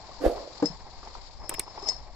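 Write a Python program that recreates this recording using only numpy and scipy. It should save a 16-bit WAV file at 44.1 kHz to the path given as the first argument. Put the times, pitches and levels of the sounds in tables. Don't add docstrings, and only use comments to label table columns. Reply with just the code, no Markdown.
import sys
import numpy as np
from scipy import signal
from scipy.fft import rfft, irfft, next_fast_len
from scipy.io import wavfile
from scipy.ndimage import map_coordinates

SR = 44100
rng = np.random.default_rng(int(sys.argv[2]) if len(sys.argv) > 2 else 0)


def persist_wave(psi):
    counts = np.round(np.clip(psi, -1, 1) * 32767).astype(np.int16)
    wavfile.write(sys.argv[1], SR, np.atleast_2d(counts).T)


N = 94815

# (time [s], level [dB], pitch [Hz])
GULPS = [(0.2388, -22.5, 504), (.2512, -15.5, 686), (0.258, -15.5, 419), (0.2622, -8, 502),
         (.268, -14.5, 546), (0.2776, -21, 430), (.298, -23.5, 713), (.475, -31.5, 556)]
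# (centre [Hz], width [Hz], gain [dB])
HOLLOW_MODES = [(297, 41, 1), (496, 73, 0.5), (732, 76, -11), (1090, 45, -18), (1730, 330, -22)]
# (frequency [Hz], gain [dB])
SLOSH_SPECTRUM = [(100, -46), (230, -18.5), (330, -3), (450, -5), (560, 1.5), (700, -1.5), (900, -19),
                  (3000, -52)]
# (frequency [Hz], gain [dB])
SPRAY_SPECTRUM = [(300, -29), (1200, 17.5), (1800, 0), (2600, 4.5), (5400, -0.5), (8000, -5), (14700, -8),
                  (15300, -65)]
# (frequency [Hz], gain [dB], t60 [s])
YOKE_MODES = [(165, -8.5, 0.13), (203.4, -18, 0.16), (296, -1.5, 0.082), (387, -10.5, 0.043),
              (470, -7, 0.1), (586, -18, 0.07), (814.5, -12.5, 0.083)]
# (frequency [Hz], gain [dB])
THUD_SPECTRUM = [(100, -39), (220, 6), (400, 3.5), (1200, -11.5), (2000, -24), (3000, -32), (7500, -33),
                 (9000, -66.5)]
# (time [s], relative level [dB])
CLINKS = [(0.6571, -23), (1.05, -43), (1.825, -37.5), (1.884, -23.5), (1.8876, -18.5), (1.899, -28)]
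# (frequency [Hz], gain [dB], t60 [s])
LINK_MODES = [(2030, -21.5, 0.061), (4377, -23.5, 0.3), (5207, -3.5, 0.11), (5300, -7, 0.088),
              (5350, -16, 0.058), (5930, -20.5, 0.075), (7200, -18.5, 0.057), (7640, -31, 0.12)]
# (frequency [Hz], gain [dB])
TICK_SPECTRUM = [(1000, -16.5), (2100, -17), (3000, -17.5), (4500, -1.5), (5900, -1.5), (6700, 3.5),
                 (7600, 1.5), (8400, -19.5)]
# (time [s], relative level [dB])
RUB_LEVEL = [(.62, -72), (.645, -38.5), (.67, -32), (.78, -72), (1.33, -69), (1.43, -50), (1.58, -43),
             (1.65, -52), (1.85, -45.5), (1.88, -23.5), (1.93, -41.5), (1.98, -47), (2.05, -66)]
# (frequency [Hz], gain [dB])
RUB_SPECTRUM = [(4000, -38), (4380, -20.5), (4600, -35.5), (5020, -18.5), (5120, 1), (5230, -8),
                (5450, -12.5), (5800, -26), (8300, -46.5)]
# (time [s], level [dB], crack length [s], crack pitch [Hz])
SLAPS = [(1.4934, -16.5, 0.0028, 8820), (1.5397, -30.5, 0.0037, 8000), (1.5942, -16.5, 0.0036, 8450)]
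# (frequency [x crack pitch], gain [dB])
CRACK_SPECTRUM = [(.12, -15.5), (.27, -22.5), (.48, -10), (.56, -13.5), (.66, -10), (.76, -12.5),
                  (.88, -10.5), (1, 5.5), (1.1, -4), (1.3, -7.5), (1.6, -12), (1.85, -31.5)]
# (frequency [Hz], gain [dB], t60 [s])
SLAP_MODES = [(342, -15, 0.029)]
# (frequency [Hz], gain [dB])
SPATTER_SPECTRUM = [(300, -3.5), (1300, -12), (2300, 2), (2900, -6.5), (4000, -14), (15000, -25.5)]
# (time [s], level [dB], pitch [Hz])
PLOPS_AND_BOOP = [(.093, -37, 645), (.379, -33.5, 1047), (0.6, -36, 866), (.699, -37.5, 170.4),
                  (.867, -38.5, 820), (1.03, -38.5, 1145), (1.073, -33, 852), (1.152, -34.5, 993),
                  (1.513, -28.5, 940), (1.523, -29.5, 995), (1.583, -31, 920), (1.664, -40.5, 900),
                  (1.677, -36, 970), (1.7765, -29, 875), (1.827, -36.5, 396), (1.869, -33.5, 800),
                  (1.887, -31.5, 617)]
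# (frequency [Hz], gain [dB])
SPLASH_SPECTRUM = [(150, -14), (350, 2), (1000, 2.5), (1500, -12.5), (2200, -10), (6000, -19), (8500, -58)]
# (time [s], level [dB])
WATER_LEVEL = [(0, -51), (.8, -51.5), (.97, -52.5), (1.12, -51.5), (1.33, -55.5), (1.5, -49), (1.72, -51.5),
               (1.88, -45.5), (2.02, -55), (2.15, -54.5)]
# (frequency [Hz], gain [dB])
WASH_SPECTRUM = [(60, 0), (150, -9), (290, -8), (450, -8), (800, -1.5), (1050, -4.5), (1400, -17.5),
                 (2200, -16.5), (3000, -32.5), (7000, -36), (8300, -77.5)]
# (time [s], level [dB])
HISS_LEVEL = [(0, -50.5), (.2, -47.5), (.58, -46.5), (.85, -51), (1.17, -47.5), (1.45, -56), (1.68, -54),
              (1.8, -48.5), (2.15, -55.5)]
# (frequency [Hz], gain [dB])
HISS_LEFT_SPECTRUM = [(1500, -10), (3000, -12), (3800, -3.5), (4500, 2.5), (5200, 0), (5900, -10),
                      (6500, -35), (7700, -22.5), (8200, -80.5)]
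# (frequency [Hz], gain [dB])
HISS_RIGHT_SPECTRUM = [(2000, -6.5), (4500, -11), (5900, -6.5), (7000, -1), (7700, -4.5), (8200, -69.5)]
# (time [s], relative level [dB])
WIND_LEVEL = [(0, -49), (.35, -42), (.55, -54.5), (.77, -43.5), (1.25, -46.5), (1.38, -36.5), (1.46, -42.5),
              (1.85, -49.5), (1.98, -38), (2.15, -45.5)]
# (frequency [Hz], gain [dB])
WIND_SPECTRUM = [(15, 5), (35, 7), (55, 2.5), (90, -7.5), (130, -11.5), (3000, -110)]
# (frequency [Hz], t60 [s])
ECHO_DECAY = [(150, 0.19), (5000, .18), (9000, 0.095), (16000, 0.061)]


def amp(db):
    return 10 ** (np.asarray(db) / 20)


def unit(x):
    return x / np.sqrt(np.mean(x ** 2) + 1e-20)


def along(points, hz):
    knots_hz, values = np.transpose(points)
    return np.interp(np.log(hz + 1), np.log(knots_hz + 1), values)


def clock():
    return np.arange(N) / SR


def curve(rows):
    return np.interp(clock(), *np.transpose(rows))


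def wobble(rate_hz):
    return map_coordinates(rng.standard_normal(1000), [clock() * rate_hz], mode="wrap")


def filtered(x, response):
    size = next_fast_len(N + 8192)
    return irfft(rfft(x, size) * response(np.fft.rfftfreq(size, 1 / SR)), size)[..., :N]


def noise(spectrum, corr):
    mid, side = filtered(rng.standard_normal((2, N)), lambda hz: amp(along(spectrum, hz)))
    angle = np.arccos(np.clip(corr, -1, 1)) / 2
    mid, side = np.cos(angle) * mid, np.sin(angle) * side
    return unit(np.array([mid + side, mid - side]))


def pan(x, left_db, lead_ms=0):
    side = np.array([[.5], [-.5]])
    return filtered(x, lambda hz: amp(left_db * side) * np.exp(2j * np.pi * hz * side * lead_ms / 1000))


def add(track, start_s, sound):
    part = track[..., round(start_s * SR):][..., :sound.shape[-1]]
    part += sound[..., :part.shape[-1]]


def fade(t60_s, attack_s):
    t = clock()[:SR // 3]
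    return 1000 ** (-t / t60_s) * (1 - np.exp(-t / attack_s))


def bursts(rows, attack_s):
    envelope = np.zeros(N)
    for s, db, t60_s in rows:
        add(envelope, s, amp(db) * fade(t60_s, attack_s))
    return envelope


def ring(modes, scatter_db, detune, attack_s):
    t = clock()[:SR // 3]
    blow = np.zeros(len(t))
    for (hz, db, t60_s), (gain_draw, pitch_draw) in zip(modes, rng.standard_normal((len(modes), 2))):
        tone = np.sin(2 * np.pi * hz * (1 + detune * pitch_draw) * t)
        blow += amp(db + scatter_db * gain_draw) * fade(t60_s, attack_s) * tone
    return blow


def echo(x, wet_db):
    hz, t, spectra = signal.stft(rng.standard_normal((2, SR // 3)), SR, nperseg=256)
    decay = 1000 ** (-t / along(ECHO_DECAY, hz)[:, None])
    tail = signal.istft(spectra * decay, SR, nperseg=256)[1]
    tail /= np.linalg.norm(tail[0])
    return x + amp(wet_db) * signal.fftconvolve(np.atleast_2d(x), tail, axes=1)[:, :N]


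def hoof(peak_s=0.26, rise_db_per_s=320, gulp_rise_s=0.0023, push_s=0.271, push_width_s=0.01):
    def swell(fall_db_per_s):
        t = clock() - peak_s
        onset = np.clip((clock() - .197) / 0.022, 0, 1)
        return amp(np.minimum(rise_db_per_s * t, -fall_db_per_s * t)) * onset

    def hollow(hz):
        return sum((-1) ** k * amp(db) * 1j * hz * width / (centre ** 2 - hz ** 2 + 1j * hz * width)
                   for k, (centre, width, db) in enumerate(HOLLOW_MODES))

    gulps, age_s = np.zeros(N), clock()[:SR // 20]
    envelope = (age_s / gulp_rise_s * np.exp(1 - age_s / gulp_rise_s)) ** 2
    for s, db, hz in GULPS:
        add(gulps, s, amp(db) * envelope * np.sin(2 * np.pi * hz * age_s))
    flow = noise([(1800, -13), (4000, -4.5)], corr=0.64)
    churn = amp(-21.5) * swell(460) * unit(filtered(flow, hollow))
    slosh = amp(-28 + 0.55 * wobble(70)) * swell(91.5) * noise(SLOSH_SPECTRUM, corr=0.72)
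    spray = amp(-41 + 0.9 * wobble(400)) * swell(214) * noise(SPRAY_SPECTRUM, corr=0.99)
    mud = pan(gulps + churn + slosh, left_db=-3.5, lead_ms=-0.1)
    lag_s = clock() - push_s
    push = -amp(-18.5) * np.exp(-(lag_s / push_width_s) ** 2) * np.sin(2 * np.pi * 40.3 * lag_s)
    return mud + spray + pan(push, left_db=6, lead_ms=-4)


def yoke(knock_s=0.6238, rise_cycles=2.6):
    wood = np.zeros(N)
    for mode in YOKE_MODES:
        tone = ring([mode], scatter_db=3.5, detune=0.0013, attack_s=rise_cycles / mode[0])
        add(wood, knock_s, amp(-11) * tone)
    thud = bursts([(knock_s, -20, .11)], attack_s=0.001) * noise(THUD_SPECTRUM, corr=0.87)
    return pan(echo(wood + thud, wet_db=-27), left_db=2.5, lead_ms=0.13)


def chain(cutoff_hz=8200):
    links = np.zeros((2, N))
    for s, db in CLINKS:
        ears = [ring(LINK_MODES, scatter_db=4, detune=0.00055, attack_s=0.00035) for _ in range(2)]
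        add(links, s, amp(db - 6) * np.array(ears))
    tick_envelope = bursts([(s, db - 6, .022) for s, db in CLINKS], attack_s=0.00045)
    ticks = tick_envelope * noise(TICK_SPECTRUM, corr=-0.38)
    rub = amp(curve(RUB_LEVEL) - 8 + 2.5 * wobble(90)) * noise(RUB_SPECTRUM, corr=.1)
    jingle = echo(pan(links + rub, left_db=16) + pan(ticks, left_db=-5.5), wet_db=-15)
    return filtered(jingle, lambda hz: 1 / (1 + (hz / cutoff_hz) ** 30))


def mud_slaps(crackle_db=4, crack_rise_s=0.00083, spatter_db=-30, spatter_t60_s=0.037):
    cracks, knocks, t = np.zeros((2, N)), np.zeros(N), clock()[:SR // 20]
    for s, db, length_s, hz in SLAPS:
        grit = noise([(hz * ratio, gain) for ratio, gain in CRACK_SPECTRUM], corr=0.79)[:, :len(t)]
        crackle = amp(crackle_db * np.clip(wobble(1770)[:len(t)], -1, 1))
        envelope = np.exp(-(t / length_s) ** 2) * (1 - np.exp(-t / crack_rise_s))
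        add(cracks, s, amp(db) * envelope * crackle * grit)
        add(knocks, s, amp(db) * ring(SLAP_MODES, scatter_db=1.5, detune=.05, attack_s=.0005))
    landings = [(s + length_s / 2, spatter_db, spatter_t60_s) for s, _, length_s, _ in SLAPS]
    spatter = bursts(landings, attack_s=0.00055) * noise(SPATTER_SPECTRUM, corr=0.39)
    return echo(cracks + knocks + spatter, wet_db=-17.5)


def plops_and_boop(t60_cycles=24.3, rise_cycles=0.77):
    tones = np.zeros(N)
    for s, db, hz in PLOPS_AND_BOOP:
        t60_s = t60_cycles / hz
        modes = [(hz, 2.5, t60_s), (hz * 1.18, -7, t60_s), (hz * 0.87, -8, t60_s)]
        add(tones, s, amp(db) * ring(modes, scatter_db=1.5, detune=0.011, attack_s=rise_cycles / hz))
    envelope = bursts([(s, db, .055) for s, db, _ in PLOPS_AND_BOOP], attack_s=.001)
    splash = 0.42 * envelope * noise(SPLASH_SPECTRUM, corr=0.56)
    return pan(echo(tones + splash, wet_db=-10), left_db=1, lead_ms=-0.12)


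def water(bubble_count=170, lowest_hz=600):
    bubbles = np.zeros(N)
    for when, octaves, faintness in rng.random((bubble_count, 3)):
        bubble = ring([(lowest_hz * 2 ** octaves, 0, .025)], scatter_db=-5, detune=0, attack_s=0.0018)
        add(bubbles, when * N / SR, amp(-11 * faintness) * bubble)
    wash = amp(2.54 * wobble(44.91)) * noise(WASH_SPECTRUM, corr=0.88)
    stirred = amp(curve(WATER_LEVEL)) * (wash + amp(-5.5) * unit(bubbles))
    return pan(stirred, left_db=2.5, lead_ms=-0.067)


def hiss(right_db=-8.5):
    left = noise(HISS_LEFT_SPECTRUM, corr=0.94)[0]
    right = amp(right_db) * noise(HISS_RIGHT_SPECTRUM, corr=0.99)[0]
    return amp(curve(HISS_LEVEL) + 2 * wobble(110)) * np.array([left, right])


def wind():
    gusts = amp(curve(WIND_LEVEL) - 4.5 + 1.5 * wobble(17))
    return pan(gusts * noise(WIND_SPECTRUM, corr=.25), left_db=2.5)


def scene():
    return hoof() + yoke() + chain() + mud_slaps() + plops_and_boop() + water() + hiss() + wind()


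def record(dry):
    return filtered(dry, lambda hz: hz < 16470)


dry = scene()
out = record(dry)
persist_wave(out)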